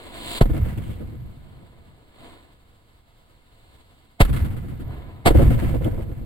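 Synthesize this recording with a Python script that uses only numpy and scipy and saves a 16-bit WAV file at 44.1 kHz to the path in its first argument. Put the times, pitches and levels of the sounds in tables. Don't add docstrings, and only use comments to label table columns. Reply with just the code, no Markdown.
import sys
import numpy as np
from scipy import signal
from scipy.fft import rfft, irfft, next_fast_len
from scipy.io import wavfile
from scipy.ndimage import uniform_filter1d

SR = 44100
rng = np.random.default_rng(int(sys.argv[2]) if len(sys.argv) > 2 else 0)


def output_pcm(signal):
    pcm = np.clip(np.atleast_2d(signal).T, -1, 1) * 32767
    wavfile.write(sys.argv[1], SR, np.round(pcm).astype(np.int16))


N = 275837
T = np.arange(N) / SR
SIZE = next_fast_len(N + 4096)
HZ = np.arange(SIZE // 2 + 1) * SR / SIZE + 1e-3

# frequency in Hz, noise density in dB per Hz before its level wanders.
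YARD_SPECTRUM = [(15, -78), (35, -74.5), (110, -76), (200, -88), (700, -93), (1400, -96.5), (2500, -101),
                 (3900, -100), (5200, -107), (8000, -106), (10500, -113), (15500, -116)]
# frequency in Hz, noise density in dB per Hz before the burn sets its level.
FUSE_SPECTRUM = [(30, -60.5), (180, -68.5), (305, -64.5), (450, -68), (680, -68), (840, -75), (1000, -70.5),
                 (1350, -76), (2700, -71.5), (4100, -68.5), (5600, -88.5), (8000, -71.5), (10500, -88.5),
                 (15300, -88)]
# time in seconds, burn in dB, counted from the strongest row.
FIRST_FUSE = [(0.0, -47), (0.118, -48), (0.14, -44), (0.384, -34), (0.396, -44)]
# peak time in seconds, level in dB, treble in dB relative to that level,
# rise and fall time constants in seconds.
FLARES = [(.86, -16, -7, 0.089, 0.17), (1.6, -15.5, -15.5, 0.93, 0.84), (2.26, -5, -11, 0.077, 0.12),
          (3.7, -22, -6, 0.3, 0.57), (4.92, -4, -23.5, .09, 0.32)]
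# start in seconds, shock level in dB, crack level in dB, crack length in seconds,
# crack treble in dB, heave level in dB, heave frequency in Hz, echo level in dB, knock brightness in dB.
FIRECRACKERS = [(0.4127, 3, 2.5, 0.0039, -4.5, -2.5, 37, -8, 2.5),
                (4.2059, 0.5, 1.5, 0.0084, 3.5, 1, 45.4, -8, -7.5),
                (5.26, -2.5, 5, 0.02, -1.5, -8, 27.4, 0.5, 9.5)]
# frequency in Hz, noise density in dB per Hz before the level of each blast.
CRACK_SPECTRUM = [(40, -36.5), (200, -40), (550, -41.5), (850, -44.5), (1250, -50.5), (2100, -53),
                  (3800, -58.5), (5000, -64.5), (8000, -63.5), (10500, -66.5), (15500, -76.5)]
# delay in seconds (the thump peaks a little later),
# level in dB before the blast's bass level, frequency in Hz, lateness of the left ear in ms.
BOOMS = [(0.0426, -5, 35, -1.5), (0.0969, -0.5, 63, 3), (0.118, -16, 55.8, -1.8), (0.157, -13, 130, 1.6),
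         (0.212, 1, 82.7, 0.1), (1.21, -24.5, 150, -.5)]
# delay in seconds, knock level in dB and slap level in dB,
# both before the blast's echo level, and smear in seconds.
WALLS = [(0.0427, 12, 12, 0.0028), (0.0842, 8, 1, 0.01), (0.131, 3, -2.5, 0.017), (0.156, 1.5, 5.5, 0.012),
         (.59, -7.5, -11.5, .012), (1.203, -16.5, -29, 0.015)]
# frequency in Hz, noise density in dB per Hz before the echo levels.
KNOCK_SPECTRUM = [(60, -54), (200, -46.5), (310, -44.5), (400, -58), (520, -52), (720, -68.5), (1050, -78),
                  (2000, -99.5), (5000, -130)]
# frequency in Hz, noise density in dB per Hz before the echo levels.
SLAP_SPECTRUM = [(300, -80), (900, -75.5), (1400, -65.5), (2200, -76), (3300, -77), (4800, -86.5),
                 (8000, -84.5), (11500, -83), (15500, -94)]
# frequency in Hz, noise density in dB per Hz before the tail levels.
TAIL_SPECTRUM = [(15, -45), (40, -37), (70, -35), (125, -34.5), (210, -46.5), (310, -58), (600, -64),
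                 (1050, -69.5), (2200, -72), (4500, -86.5), (8500, -84.5), (12500, -92.5)]
# start in seconds, level in dB,
# length in seconds at full level.
SCRAPS = [(0.775, -3, 0.012), (0.822, -10.5, .11), (5.845, 3.5, 0.0058)]
# frequency in Hz, noise density in dB per Hz before the level of each scrap.
SCRAP_SPECTRUM = [(500, -90), (1500, -84), (2600, -78), (3200, -73.5), (4200, -93.5), (8000, -86),
                  (15000, -96)]
# delay in ms, gain as a plain factor.
NEAR_REFLECTIONS = [(.97, 0.062), (2.96, 0.11), (4.06, .15), (6.2, 0.054), (8.9, 0.13), (14.4, 0.09)]
# frequency in Hz, noise density in dB per Hz
BUZZ_SPECTRUM = [(10000, -104), (11500, -84), (12000, -68.5), (12450, -86.5), (14000, -104)]
# centre in Hz, width in Hz, gain in dB.
HOUSING = [(695, 19, 1.5), (770, 45, 0.5), (906, 40, 1.5), (1137, 49, 0), (1880, 55, -3), (2140, 33, 6),
           (2466, 85, -3), (3940, 41, -8.5)]
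# frequency in Hz, gain in dB.
MIC_COLOUR = [(20, -3), (4750, -2), (5250, -10.5), (6800, -12), (7250, -4), (16000, 1.5)]

PORT_LAG_MS = 0.2484
TOP_HZ = 15800
FIRST_FUSE_PEAK_DB, FIRST_FUSE_TREBLE_DB = 4, 2.5
BODY_FOLLOWS, TREBLE_FOLLOWS = 0.58, 0.85
CRACK_RISE_S, ECHO_RISE_S = 0.0025, 0.0004
HEAVE_AFTER_S = 0.006
BASS_DB, BASS_FOLLOWS = -1.5, 0.75
FLUTTER_FIRST_S, ROUND_TRIP_S, WEAK_PASS_AFTER_S = 0.122, 0.1185, 0.07
FLUTTER_DB, WEAK_PASS_DB = 1.5, -8
FLUTTER_HOLD_S, FLUTTER_SAG_DB_PER_S, FLUTTER_FADE_DB_PER_S = 0.65, 9, 61.5
FLUTTER_SMEAR_S, SMEAR_GROWTH = 0.0091, 0.019
FLUTTER_THUMP_DB, FLUTTER_THUMP_HZ = -15.5, 108
SLAP_DB, SLAP_LOSS_DB_PER_S = 6.5, 20.5
SLAP_FOLLOWS_TREBLE = 1
TAIL_DB = 6
TAIL_T60_DEEP_S, TAIL_T60_MIDDLE_S, TAIL_T60_HIGH_S = 2.54, 2.75, 2


def undb(db):
    return 10 ** (np.asarray(db) / 20)


def colour(points):
    hz, db = np.transpose(points)
    return undb(np.interp(np.log(HZ), np.log(hz), db))


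def shape(x, gain):
    return irfft(rfft(x, SIZE) * gain, SIZE)[..., :N]


def above(hz):
    return HZ ** 4 / (HZ ** 4 + hz ** 4)


def hiss(points, lag_ms, likeness):
    shared, left, right = rfft(rng.standard_normal((3, SIZE)))
    likeness = np.clip(likeness, 0, 1)
    lag = np.exp(-2j * np.pi * HZ * lag_ms / 1000)
    common = np.array([shared, shared * lag])
    both = np.sqrt(likeness) * common + np.sqrt(1 - likeness) * np.array([left, right])
    return irfft(both * colour(points) * np.sqrt(SR / 2), SIZE)[:, :N]


def walk(rate):
    return np.interp(T * rate, np.arange(4096), rng.standard_normal(4096))


def burst(t, length, rise, fall):
    before = np.minimum(t, 0)
    after = np.maximum(t - length, 0)
    return np.exp(np.maximum(before / rise - after / fall, -40))


def steady(x):
    power = np.mean(x ** 2, axis=0)
    mean = power.mean()
    return x * np.sqrt(mean / (uniform_filter1d(power, size=330) + 0.27 * mean))


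def swing(t, hz, cycles):
    turn = np.clip(t * hz, 0, 20)
    return np.sin(2 * np.pi * turn) * np.exp(-(turn / cycles) ** 2)


def thud(t, hz, width):
    turn = np.clip(t * hz, -10, 10)
    return np.cos(2 * np.pi * turn) * np.exp(-(turn / width) ** 2)


def yard():
    air = hiss(YARD_SPECTRUM, PORT_LAG_MS, likeness=0.85 - 0.5 * above(hz=290))
    return air * undb(0.5 * walk(1.1) + 1.67 * walk(36))


def fuses():
    sputter = undb(1.03 * walk(45) + 1.7 * walk(600))
    jet = hiss(FUSE_SPECTRUM, 0.73 * PORT_LAG_MS, likeness=0.52) * sputter
    treble = shape(jet, above(hz=1780))
    s, db = np.transpose(FIRST_FUSE)
    burn = np.interp(T, s, db - db.max())
    lit = burst(T, s[-1], rise=0.04, fall=0.015)
    first = lit * undb(FIRST_FUSE_PEAK_DB + BODY_FOLLOWS * burn)
    body_power = first ** 2
    treble_power = (first * undb(FIRST_FUSE_TREBLE_DB + TREBLE_FOLLOWS * burn)) ** 2
    for peak, flare_db, treble_db, rise, fall in FLARES:
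        flare = undb(flare_db) * burst(T - peak, 0, rise, fall)
        body_power += flare ** 2
        treble_power += (flare * undb(treble_db)) ** 2
    return np.sqrt(body_power) * (jet - treble) + np.sqrt(treble_power) * treble


def blasts():
    crack = steady(hiss(CRACK_SPECTRUM, PORT_LAG_MS, likeness=0.62))
    treble = shape(crack, above(hz=970))
    out = np.zeros((2, N))
    for s, shock_db, crack_db, length, treble_db, heave_db, heave_hz, *_ in FIRECRACKERS:
        t = T - s
        shock = 1.02 * swing(t, hz=475, cycles=0.37) - swing(t - 0.001, hz=121.4, cycles=1.0)
        heave = swing(t - length - HEAVE_AFTER_S, heave_hz, cycles=0.63)
        tearing = burst(t, length, rise=CRACK_RISE_S, fall=0.0077 + 0.17 * length)
        out += undb(shock_db) * shock
        out += undb(heave_db) * heave
        out += undb(crack_db) * tearing * (crack + (undb(treble_db) - 1) * treble)
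    return out


def echoes():
    span = 2 * SR
    t = np.arange(span) / SR
    thump, knock, slap = np.zeros((2, span)), np.zeros(span), np.zeros(span)
    passes = flutter(count=8)
    soft_booms = []
    for delay, db, *_ in passes:
        pitch, side = rng.standard_normal(2)
        hz = FLUTTER_THUMP_HZ * np.exp(0.15 * pitch)
        soft_booms.append((delay, db + FLUTTER_THUMP_DB, hz, 0.77 * side))
    for delay, db, hz, lag_ms in BOOMS + soft_booms:
        ports = t - delay - np.array([[lag_ms], [0]]) / 1000
        thump += undb(db) * thud(ports - 0.006, hz, width=0.75)
    for delay, knock_db, slap_db, smear in WALLS + passes:
        arrival = burst(t - delay, smear, rise=ECHO_RISE_S + 0.0056 * delay, fall=0.0067 + 0.013 * delay)
        knock += undb(knock_db) * arrival
        slap += undb(slap_db) * arrival
    hollow = steady(hiss(KNOCK_SPECTRUM, 0.47, likeness=0.33))
    hard = shape(hollow, above(hz=378))
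    spray = undb(2 * walk(900)) * hiss(SLAP_SPECTRUM, 0, likeness=0.031)
    out = np.zeros((2, N))
    for s, _, _, length, treble_db, _, _, echo_db, bright_db in FIRECRACKERS:
        start = int((s + 0.19 * length) * SR)
        count = min(span, N - start)
        now = slice(start, start + count)
        body = hollow[:, now] + (undb(bright_db) - 1) * hard[:, now]
        edge = undb(SLAP_FOLLOWS_TREBLE * treble_db) * spray[:, now]
        out[:, now] += undb(BASS_DB + BASS_FOLLOWS * echo_db) * thump[:, :count]
        out[:, now] += undb(echo_db) * (knock[:count] * body + slap[:count] * edge)
    return out


def flutter(count):
    passes = []
    for trip in range(count):
        for after, db in [(0, FLUTTER_DB), (WEAK_PASS_AFTER_S, FLUTTER_DB + WEAK_PASS_DB)]:
            delay = FLUTTER_FIRST_S + trip * ROUND_TRIP_S + after
            sag = FLUTTER_SAG_DB_PER_S * delay
            fade = FLUTTER_FADE_DB_PER_S * max(delay - FLUTTER_HOLD_S, 0)
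            knock_db = db - sag - fade
            slap_db = knock_db + SLAP_DB - SLAP_LOSS_DB_PER_S * delay
            passes.append((delay, knock_db, slap_db, FLUTTER_SMEAR_S + SMEAR_GROWTH * delay))
    return passes


def rumble():
    air = hiss(TAIL_SPECTRUM, 0, likeness=1.12 * (1 - above(hz=109.0)))
    high = shape(air, above(hz=700))
    deep = shape(air - high, 1 - above(hz=164))
    middle = air - high - deep
    out = np.zeros((2, N))
    for band, t60, patches_db in [(deep, TAIL_T60_DEEP_S, 2 * walk(30)),
                                  (middle, TAIL_T60_MIDDLE_S, 3.2 * walk(45)),
                                  (high, TAIL_T60_HIGH_S, 3.6 * walk(35) + 2.5 * walk(400))]:
        power = np.zeros(N)
        for s, *_, echo_db, _ in FIRECRACKERS:
            age = np.maximum(T - s, 0)
            arrived = 1 - np.exp(-(age / 0.089) ** 3)
            power += (arrived * undb(TAIL_DB + echo_db - 60 * age / t60)) ** 2
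        out += undb(patches_db) * np.sqrt(power) * band
    return out


def scraps():
    crackle = hiss(SCRAP_SPECTRUM, 0, likeness=0.35) * undb(2.8 * walk(500))
    level = np.zeros(N)
    for s, db, length in SCRAPS:
        level += undb(db) * burst(T - s, length, rise=0.0004, fall=0.0023 + 0.22 * length)
    return crackle * level


def scene():
    nearby = 1 + sum(gain * np.exp(-2j * np.pi * HZ * ms / 1000) for ms, gain in NEAR_REFLECTIONS)
    return shape(yard() + fuses() + blasts() + echoes() + rumble() + scraps(), nearby)


def record(dry):
    ceiling = 1.54
    bass = np.abs(shape(dry.mean(axis=0), 1 - above(hz=300)))
    shaken = np.abs(uniform_filter1d(bass, size=300))
    rattle = shaken / (shaken + 0.12) ** 0.5
    buzz = rattle * hiss(BUZZ_SPECTRUM, 0, likeness=0.42)
    pressure = ceiling * np.tanh(dry / ceiling) + buzz
    housing = undb(sum(db * np.exp(-((HZ - hz) / width) ** 2) for hz, width, db in HOUSING))
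    balance = undb(np.array([[-0.35], [0.35]]))
    heard = shape(pressure, colour(MIC_COLOUR) * housing) * balance
    low_pass = signal.ellip(10, 0.2, 80, TOP_HZ, fs=SR, output="sos")
    return signal.sosfilt(low_pass, heard)


dry = scene()
out = record(dry)
output_pcm(out)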